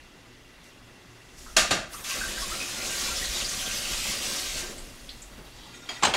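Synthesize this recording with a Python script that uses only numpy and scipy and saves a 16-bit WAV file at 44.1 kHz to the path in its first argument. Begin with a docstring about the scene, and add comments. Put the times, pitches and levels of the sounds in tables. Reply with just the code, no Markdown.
"""Kitchen sink and stove

A small hard-walled kitchen, one microphone. A stew simmers on a hissing gas ring; a rumble comes up
through the counter. A faint hiss swells, with two soft brushes; a thrown eggshell rings the steel sink.
The tap runs over hands, spraying, bubbling and drumming on the basin, and is shut; drops plink. A knife
slides off a board, something hard drags over a plate, the knife clinks on cutlery, knocks the board."""
import sys
import numpy as np
from scipy import signal
from scipy.fft import rfft, irfft, next_fast_len
from scipy.io import wavfile
from scipy.ndimage import uniform_filter1d, map_coordinates

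SR = 44100
rng = np.random.default_rng(int(sys.argv[2]) if len(sys.argv) > 2 else 0)


def wav_record(signal):
    """Record a signal, one row per channel, as 16-bit PCM in the file named by sys.argv[1]."""
    frames = np.transpose(np.atleast_2d(signal))
    bounded = np.clip(frames, -1, 1)
    # unit amplitude maps onto the largest positive 16-bit level
    quanta = np.round(bounded * 32767).astype(np.int16)
    wavfile.write(sys.argv[1], SR, quanta)


N = 271819

# steel sink resonances: f/Hz, width/Hz, lift/dB
BASIN = [(205, 38, 2.5), (357.6, 16, 10.5), (563, 86, 6.5), (652, 24, 7.5), (749, 31, 9), (1200, 14, 3),
         (1405, 28, 5), (1574, 19, 9.5), (1767, 30, 5), (2700, 100, -2), (3280, 15, 3), (3770, 42, 3),
         (4420, 34, -2), (5760, 25, -3), (7020, 52, 4.5)]
# short splashy burst in the basin as the shell bounces: t/s, attack/s, hold/s, release/s
BOUNCE_SPLASH = (1.7, 0.046, 0.0079, 0.063)
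OPEN_S, SHUT_S = 2.105, 4.618  # full stream


def amp(db):
    """dB to gain."""
    return 10 ** (np.asarray(db) / 20)


def unit(x):
    """x at rms 1."""
    return x / np.sqrt(np.mean(x ** 2) + 1e-20)


def along(points, hz):
    """Interpolate (f/Hz, value) points on a log axis."""
    f, v = np.transpose(points)
    return np.interp(np.log(hz + 1), np.log(f + 1), v)


def lift(hz, humps):
    """dB added by resonances (f/Hz, width/Hz, lift/dB)."""
    return sum(db / (1 + (2 * (hz - centre) / width) ** 2) for centre, width, db in humps)


def envelope(points):
    """Gain through (t/s, level/dB) points, silent outside them."""
    times, db = np.transpose(points)
    return amp(np.interp(np.arange(N) / SR, times, db, -150, -150))


def stroke(at_s, db, attack_s, hold_s, release_s):
    """Gain held from at_s; attack and release are times per 30 dB."""
    t = np.arange(N) / SR - at_s
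    return amp(db - 30 * (np.maximum(-t, 0) / attack_s + np.maximum(t - hold_s, 0) / release_s))


def wobble(rate_hz):
    """Smooth curve through random knots."""
    knots = rng.standard_normal(int(N * rate_hz / SR) + 4)
    return map_coordinates(knots, [np.arange(N) * rate_hz / SR])


def filtered(x, response):
    """Zero-phase filter of gain response(f/Hz)."""
    m = next_fast_len(x.shape[-1] + 8192)
    return irfft(rfft(x, m) * response(np.fft.rfftfreq(m, 1 / SR)), m)[..., :x.shape[-1]]


def causal(x, gain_db):
    """Minimum-phase filter: nothing sounds before the blow."""
    cepstrum = irfft(np.log(amp(gain_db(np.fft.rfftfreq(4096, 1 / SR))) + 1e-6))
    cepstrum[1:2048] *= 2
    cepstrum[2049:] = 0
    return signal.fftconvolve(x, irfft(np.exp(rfft(cepstrum))))[:len(x)]


def rush(colour, humps, patchy_db):
    """Coloured noise, rms 1, with resonant humps and patches of random gain."""
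    z = signal.stft(rng.standard_normal(N + 512), nperseg=256)[2]
    patches = uniform_filter1d(rng.standard_normal(z.shape), size=4, axis=0)
    patches = uniform_filter1d(patches, size=8, axis=1)
    noise = signal.istft(z * amp(patchy_db * unit(patches)), nperseg=256)[1][:N]
    return unit(filtered(noise, lambda f: amp(along(colour, f) + lift(f, humps))))


def echoes(near_db):
    """Fresh room tail, energy 1: dense near echoes, then a decay that varies with frequency."""
    # kitchen reverberation: f/Hz, t60/s
    reverb_times = [(100, 0.45), (500, 0.42), (2000, 0.44), (5000, 0.38), (10000, 0.33)]
    hz, t, z = signal.stft(rng.standard_normal(SR // 2), SR, nperseg=128)
    decay = amp(-60 * t / along(reverb_times, hz)[:, None]) + amp(near_db - 60 * t / 0.088)
    tail = signal.istft(z * decay, SR, nperseg=128)[1][:SR // 2]
    return tail / np.linalg.norm(tail)


def kitchen(x, wet_db):
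    """Moving water excites the room from ever new spots: cross-faded pieces, each with its own tail."""
    out, hop = np.pad(x, (0, SR)), SR // 10
    fade = np.hanning(2 * hop + 1)[:-1]
    for at in range(0, N - 2 * hop, hop):
        wet = signal.fftconvolve(x[at:at + 2 * hop] * fade, echoes(near_db=0))
        out[at:at + len(wet)] += amp(wet_db) * wet
    return out[:N]


def bubble(t, hz, rise, life_s):
    """Damped sine whose pitch climbs as the bubble nears the surface."""
    phase = 2 * np.pi * hz * (t + rise * t * np.tanh(t / (2 * life_s)))
    return np.sin(phase) * np.exp(-2 * t / life_s) * (1 - np.exp(-t * hz / 2))


def fizz(count, mid_hz, spread, cycles, scatter_db):
    """Dense random crowd of small bubbles, rms 1."""
    starts = (rng.random(count) * N).astype(int)
    hz = np.clip(mid_hz * np.exp(spread * rng.standard_normal(count)), 700, 11000)[:, None]
    size = np.minimum(rng.exponential(size=count), 4)
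    k = np.arange(640)
    grains = amp(scatter_db * size)[:, None] * bubble(k / SR, hz, 0.14, cycles / hz)
    return unit(np.bincount((starts[:, None] + k).ravel(), grains.ravel(), N)[:N])


def place(out, x, at_s, db, window):
    """Add x at at_s, its peak rms over window samples set to db."""
    peak = np.sqrt(uniform_filter1d(x ** 2, size=window).max())
    out[round(at_s * SR):][:len(x)] += amp(db) * x / peak


def blows(hits, colour, modes, hump_db, wet_db, neighbour_gain):
    """Each blow: a rattle of contacts with its room tail; the modes ring on, each with two neighbours."""
    out, t = np.zeros(N + SR), np.arange(SR // 2) / SR
    humps = [(hz, 60 + 7 / t60, hump_db) for hz, _, t60 in modes]
    detune = 0.012 * np.array([[0], [-1], [1]])
    for at_s, db, rise_s, rattle_s, tilt_db, ring_db in hits:
        swell = (1 - np.exp(-t / rise_s)) ** 2
        lumps = amp(2.5 * rng.standard_normal(len(t) // 40 + 1).repeat(40)[:len(t)])
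        contacts = amp(-60 * t / rattle_s) * lumps * rng.standard_normal(len(t))
        slope = lambda f: tilt_db * np.log2((f + 100) / 2000)
        burst = contacts / np.linalg.norm(contacts) + amp(wet_db) * echoes(near_db=-14)
        crack = causal(swell * burst, lambda f: along(colour, f) + slope(f) + lift(f, humps))
        ring = np.zeros(len(t))
        for hz, mode_db, t60 in modes:
            cluster_hz = hz * (1 + detune * rng.uniform(0.4, 1.6, (3, 1)))
            sines = np.sin(2 * np.pi * (cluster_hz * t + rng.random((3, 1))))
            cluster = np.array([1, neighbour_gain, neighbour_gain]) @ sines
            ring += amp(mode_db + slope(hz) - 60 * t / t60) * cluster
        place(out, unit(crack) + amp(ring_db) * unit(swell * ring), at_s, db, window=300)
    return out[:N]


def stove():
    """The gas ring hisses steadily under the simmer."""
    # simmer and hiss: f/Hz, density/dB
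    colour = [(41, -45), (70, -4.5), (123, -10), (181, -3), (208, -10.5), (238, 0.5), (350, -7.5),
              (980, -12.5), (1950, -12.5), (6500, -20.5), (8500, -27), (10400, -27), (15700, -39)]
    # steady bands in it: f/Hz, width/Hz, lift/dB
    bands = [(1980, 120, 6), (2743, 70, 9.5), (3390, 210, 4.5), (117, 9.1, 17.5), (363.7, 17, 7.5)]
    # loudness: t/s, level/dB
    levels = [(0, -52), (6.17, -50.5)]
    return envelope(levels) * rush(colour, bands, patchy_db=1.43)


def counter_rumble():
    """A low rumble comes up through the counter while the cook leans at the sink."""
    # swells: t/s, level/dB
    swells = [(0, -57.5), (1.17, -64), (1.36, -53), (1.59, -39.5), (2.06, -54.5), (2.46, -37.5),
              (2.65, -54.5), (3.26, -40.5), (3.67, -49.5), (3.98, -39.5), (4.32, -52.5), (4.6, -42.5),
              (5.0, -51), (5.4, -48.5), (6.17, -64)]
    # rumble: f/Hz, density/dB
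    colour = [(8.8, -33), (15, 3.5), (38, 3), (62, -0.5), (100, -27), (240, -120)]
    return envelope(swells) * rush(colour, [], patchy_db=1.5)


def faint_hiss():
    """A faint high hiss swells slowly, with two soft brushes."""
    # brush, slow swell, brush: t/s, level/dB, attack/s, hold/s
    swells = [(0.64, -59, .04, 0.031), (1.35, -60, 1, .03), (1.387, -50.5, 0.04, 0.15)]
    # high hiss: f/Hz, density/dB
    colour = [(2000, -9), (4000, -3.5), (5500, 1), (8000, -2.5), (12000, -10.5), (16000, -21)]
    return sum(stroke(*row, release_s=0.13) for row in swells) * rush(colour, [], patchy_db=1)


def drops():
    """Each drop leaves a bubble, heard mostly by its echoes; in the stream it can throw droplets."""
    # bubbles: t/s, level/dB, f/Hz, life/cycles
    plinks = [(1.462, -46.5, 1270, 4.8), (1.94, -41.5, 1190, 5.5), (2.101, -40.5, 1085, 23),
              (2.11, -35, 2500, 4.4), (2.211, -31, 1516, 29), (2.372, -37, 1500, 7.4),
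              (2.418, -38, 1095, 17), (2.514, -37, 1310, 17), (2.6, -35.5, 2440, 16),
              (2.894, -51, 1360, 18), (2.975, -38, 4530, 10), (3.108, -38.5, 1340, 32),
              (3.162, -31.5, 5200, 8), (3.211, -35.5, 1860, 18), (3.242, -33.5, 3950, 5.8),
              (3.345, -33.5, 3730, 6.1), (3.368, -37, 3400, 5), (3.412, -36.5, 2760, 8),
              (3.445, -31, 4640, 9.7), (3.488, -33, 6240, 3.6), (3.59, -37, 3100, 5.8),
              (3.66, -35, 3340, 3.3), (3.71, -35, 2680, 6), (3.85, -35, 2690, 12), (3.931, -38, 2570, 8),
              (4.781, -43, 7900, 6), (5.0895, -42.5, 3200, 6), (5.092, -39.5, 4000, 3.3),
              (5.219, -44, 7130, 3.6)]
    clean_cycles = 15  # longer-lived bubbles form in still water: no droplets
    out, t = np.zeros(N + SR), np.arange(SR // 2) / SR
    for at_s, db, hz, cycles in plinks:
        direct = bubble(t, hz, 0.057, cycles / hz)
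        direct /= np.linalg.norm(direct)
        late_s = 0.02 * rng.random((6, 1))
        droplet_hz = hz * np.exp(0.22 * rng.standard_normal((6, 1)))
        droplets = bubble(np.maximum(t - late_s, 0), droplet_hz, 0.12, 5 / droplet_hz).sum(axis=0)
        if OPEN_S < at_s < SHUT_S and cycles < clean_cycles:
            direct += amp(-5) * droplets / np.linalg.norm(droplets)
        wet = signal.fftconvolve(direct, echoes(near_db=8))[:len(t)]
        place(out, direct + amp(20) * wet, at_s, db, window=600)
    return out[:N]


def eggshell():
    """The shell strikes the dry basin; narrower resonances ring longer."""
    # impacts: t/s, level/dB, rise/s, rattle t60/s, tilt/(dB/octave), ring/dB
    hits = [(1.5645, -13, 0.0023, 0.027, 0.8, -9), (1.705, -19, 0.0034, 0.097, -1.5, -17),
            (1.717, -30, 0.00046, 0.042, -4.5, -3)]
    # shell on steel: f/Hz, density/dB
    colour = [(60, -11.5), (200, -10.5), (420, -14), (700, -9.5), (950, -10), (1300, -7), (2200, -5),
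              (3200, -7), (4600, -5), (7000, -6.5), (9500, -13.5), (15700, -33)]
    # coupling of the basin floor to its modes: f/Hz, gain/dB
    coupling = [(350, -9), (700, 2), (1230, 8), (1500, 0)]
    modes = [(hz, db + along(colour, hz) + along(coupling, hz), 5 / width) for hz, width, db in BASIN]
    return blows(hits, colour, modes, hump_db=6.5, wet_db=0, neighbour_gain=0.45)


def tap_water():
    """Water sprays off the hands and bubbles in the pool; the basin rings under the gurgle."""
    # spray off the hands: t/s, level/dB
    spray_levels = [(2.03, -60), (2.045, -35.5), (2.085, -36.5), (2.1, -29.5), (2.16, -35.5), (2.4, -34.5),
                    (2.8, -36), (2.87, -32.5), (3.0, -32), (3.45, -33.5), (4.2, -32), (4.6, -35),
                    (4.72, -44), (5.0, -55.5), (5.25, -55.5)]
    # spray: f/Hz, density/dB
    spray_colour = [(880, -17), (1700, -38), (1860, -3.5), (2800, 0.5), (3670, -0.5), (6420, 1),
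                    (8500, -3.5), (12500, -12), (15700, -18.5)]
    # pooled water: f/Hz, density/dB
    gurgle_colour = [(500, -30), (800, -6), (1200, 0), (1700, 0), (2600, -10), (4000, -40)]
    # extra gurgle as the basin first fills: t/s, level/dB, hold/s, release/s
    pooling = (2, -58, 0.4, 0.2)
    bounce_s, *bounce_shape = BOUNCE_SPLASH
    pool_s, pool_db, *pool_shape = pooling
    spray = envelope(spray_levels) + stroke(bounce_s, -47, *bounce_shape)
    gurgle = stroke(OPEN_S, -46.5, 0.2, SHUT_S - OPEN_S, 0.35) * amp(0.7 * wobble(6.46))
    gurgle += stroke(pool_s, pool_db, 0.2, *pool_shape) + stroke(bounce_s, -53, *bounce_shape)
    flutter = amp(0.9 * wobble(24))
    fine = rush(spray_colour, BASIN, patchy_db=1.5)
    fine += amp(-8) * fizz(5000, mid_hz=4250, spread=0.4, cycles=7.2, scatter_db=2.5)
    crackle = spray * fizz(4000, mid_hz=6300, spread=0.48, cycles=2.5, scatter_db=3)
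    coarse = rush(gurgle_colour, BASIN, patchy_db=1)
    coarse += amp(0.5) * fizz(1500, mid_hz=1398, spread=0.231, cycles=10, scatter_db=1.5)
    splash = kitchen(flutter * (spray * unit(fine) + gurgle * unit(coarse)), wet_db=-2.5)
    tall_humps = [(hz, width, 3 * db) for hz, width, db in BASIN]
    ring = gurgle * rush(gurgle_colour, tall_humps, patchy_db=4)
    return amp(-1.5) * splash + amp(-5) * ring + amp(-11.5) * crackle


def basin_drumming():
    """The stream drums on the steel, which answers later and longer than the gurgle."""
    # drummed steel: f/Hz, density/dB
    colour = [(70, -10), (120, 4), (161, -5), (215, 3), (355, -3.5), (562, -3), (900, -12.5), (1170, -4),
              (1980, -120)]
    bounce_s, *bounce_shape = BOUNCE_SPLASH
    stream = stroke(OPEN_S + 0.065, -44.5, 0.16, SHUT_S - OPEN_S, 0.7) * amp(1.2 * wobble(11))
    return (stream + stroke(bounce_s, -42, *bounce_shape)) * rush(colour, BASIN, patchy_db=2)


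def spout():
    """The spout hisses on opening and with the last trickle."""
    # hisses: t/s, level/dB, attack/s, hold/s, release/s
    hisses = [(1.936, -40.5, 0.071, .01, 0.71), (4.75, -55.5, 0.35, 0.18, 4.3)]
    # hiss: f/Hz, density/dB
    colour = [(4000, -2.5), (10000, -3), (13000, -7), (15700, -14)]
    return sum(stroke(*row) for row in hisses) * rush(colour, [], patchy_db=2.5)


def knife_slide():
    """The blade, nudged then dragged, scrapes the board over a low scuff."""
    # moves: t/s, scrape/dB, scuff/dB, attack/s, hold/s
    moves = [(5.315, -59, -50.5, 0.11, .02), (5.381, -59, -49, 0.045, .01), (5.455, -58, -54.5, .05, 0.018),
             (5.564, -49.5, -68, 0.11, 0.12)]
    # blade friction: f/Hz, density/dB
    scrape_colour = [(600, -11), (900, 4), (2000, -21), (3200, -1), (4000, -1), (5000, -5), (7000, -10),
                     (12000, -30)]
    # blade resonances: f/Hz, width/Hz, lift/dB
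    blade = [(4620, 57, 15), (3860, 42, 12)]
    # low scuff: f/Hz, density/dB
    scuff_colour = [(70, -14), (180, 0), (350, -3), (700, -8), (1500, -14), (2500, -30)]
    release_s = 0.15
    scrape = sum(stroke(at_s, db, *shape, release_s) for at_s, db, _, *shape in moves)
    scuff = sum(stroke(at_s, db, *shape, release_s) for at_s, _, db, *shape in moves)
    scrape *= rush(scrape_colour, blade, patchy_db=2.5)
    scuff *= rush(scuff_colour, [], patchy_db=2.5)
    return scrape + scuff


def plate_drag():
    """Something hard is pulled twice over a plate, which sings faintly at its modes."""
    # pulls: t/s, level/dB, attack/s, hold/s
    pulls = [(5.748, -48.5, 0.081, 0.011), (5.883, -45, 0.29, 0.15)]
    # gritty friction: f/Hz, density/dB
    colour = [(500, -4), (1000, -4.5), (3000, -5), (7000, -6.5), (14000, -27)]
    # plate resonances: f/Hz, width/Hz, lift/dB
    plate = [(1400, 28, 19.5), (1955, 83, 13), (2430, 70, 11), (2740, 40, 5), (3230, 70, 11),
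             (3690, 99, 18), (5580, 70, 12), (6600, 67, 15), (7640, 100, 6), (8590, 45, 8)]
    return sum(stroke(*row, release_s=0.092) for row in pulls) * rush(colour, plate, patchy_db=3)


def cutlery_clinks():
    """The knife strikes cutlery and the metal rings."""
    # impacts: t/s, level/dB, rise/s, rattle t60/s, tilt/(dB/octave), ring/dB
    hits = [(5.889, -30, 0.00077, 0.052, 0.17, -0.5), (6.1378, -19.5, 0.00054, 0.083, 0.098, -6)]
    # metal contact: f/Hz, density/dB
    colour = [(200, -14), (700, -0.5), (3000, -8.5), (5200, -11.5), (8500, -21), (15700, -37)]
    # cutlery modes: f/Hz, level/dB, t60/s
    modes = [(1986, -8, 0.13), (2320, -9, .12), (2630, -23, 0.11), (3240, 10.5, 0.084), (4260, -9, 0.4),
             (4800, -2, 0.27), (6900, -1.5, 0.1), (7170, -12, 0.14), (8970, -18, 0.14)]
    return blows(hits, colour, modes, hump_db=7.5, wet_db=7, neighbour_gain=0.42)


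def board_knocks():
    """The knife knocks the board, whose modes die quickly."""
    # impacts: t/s, level/dB, rise/s, rattle t60/s, tilt/(dB/octave), ring/dB
    hits = [(6.0243, -25, 0.00057, 0.094, 0.4, -20), (6.0315, -15, 0.0014, 0.17, 0.8, -2),
            (6.0495, -19.5, 0.0018, 0.037, 3, -3.5), (6.068, -23, 0.00093, 0.019, -2.5, -28)]
    # knife on board: f/Hz, density/dB
    colour = [(60, -10), (200, -4), (500, -3), (850, 5), (1150, 0.5), (1600, -1.5), (3000, -4),
              (4100, -7.5), (5500, -12.5), (8800, -15.5), (10000, -32), (15700, -41)]
    # board modes: f/Hz, level/dB, t60/s
    modes = [(842, -10, 0.078), (1120, 4, 0.031), (3010, -10, 0.12), (4080, -11, 0.11), (6400, -14.5, 0.12),
             (7450, -6.5, 0.045), (8640, -23, .08)]
    return blows(hits, colour, modes, hump_db=0, wet_db=-4, neighbour_gain=0.8)


def scene():
    """All sources at one point in the room, the same in both channels."""
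    background = stove() + counter_rumble() + faint_hiss()
    sink = drops() + eggshell() + tap_water() + basin_drumming() + spout()
    utensils = knife_slide() + plate_drag() + cutlery_clinks() + board_knocks()
    return np.tile(background + sink + utensils, (2, 1))


def record(dry):
    """Brick-wall low-pass."""
    return filtered(dry, lambda hz: hz < 15760)


dry = scene()
out = record(dry)
wav_record(out)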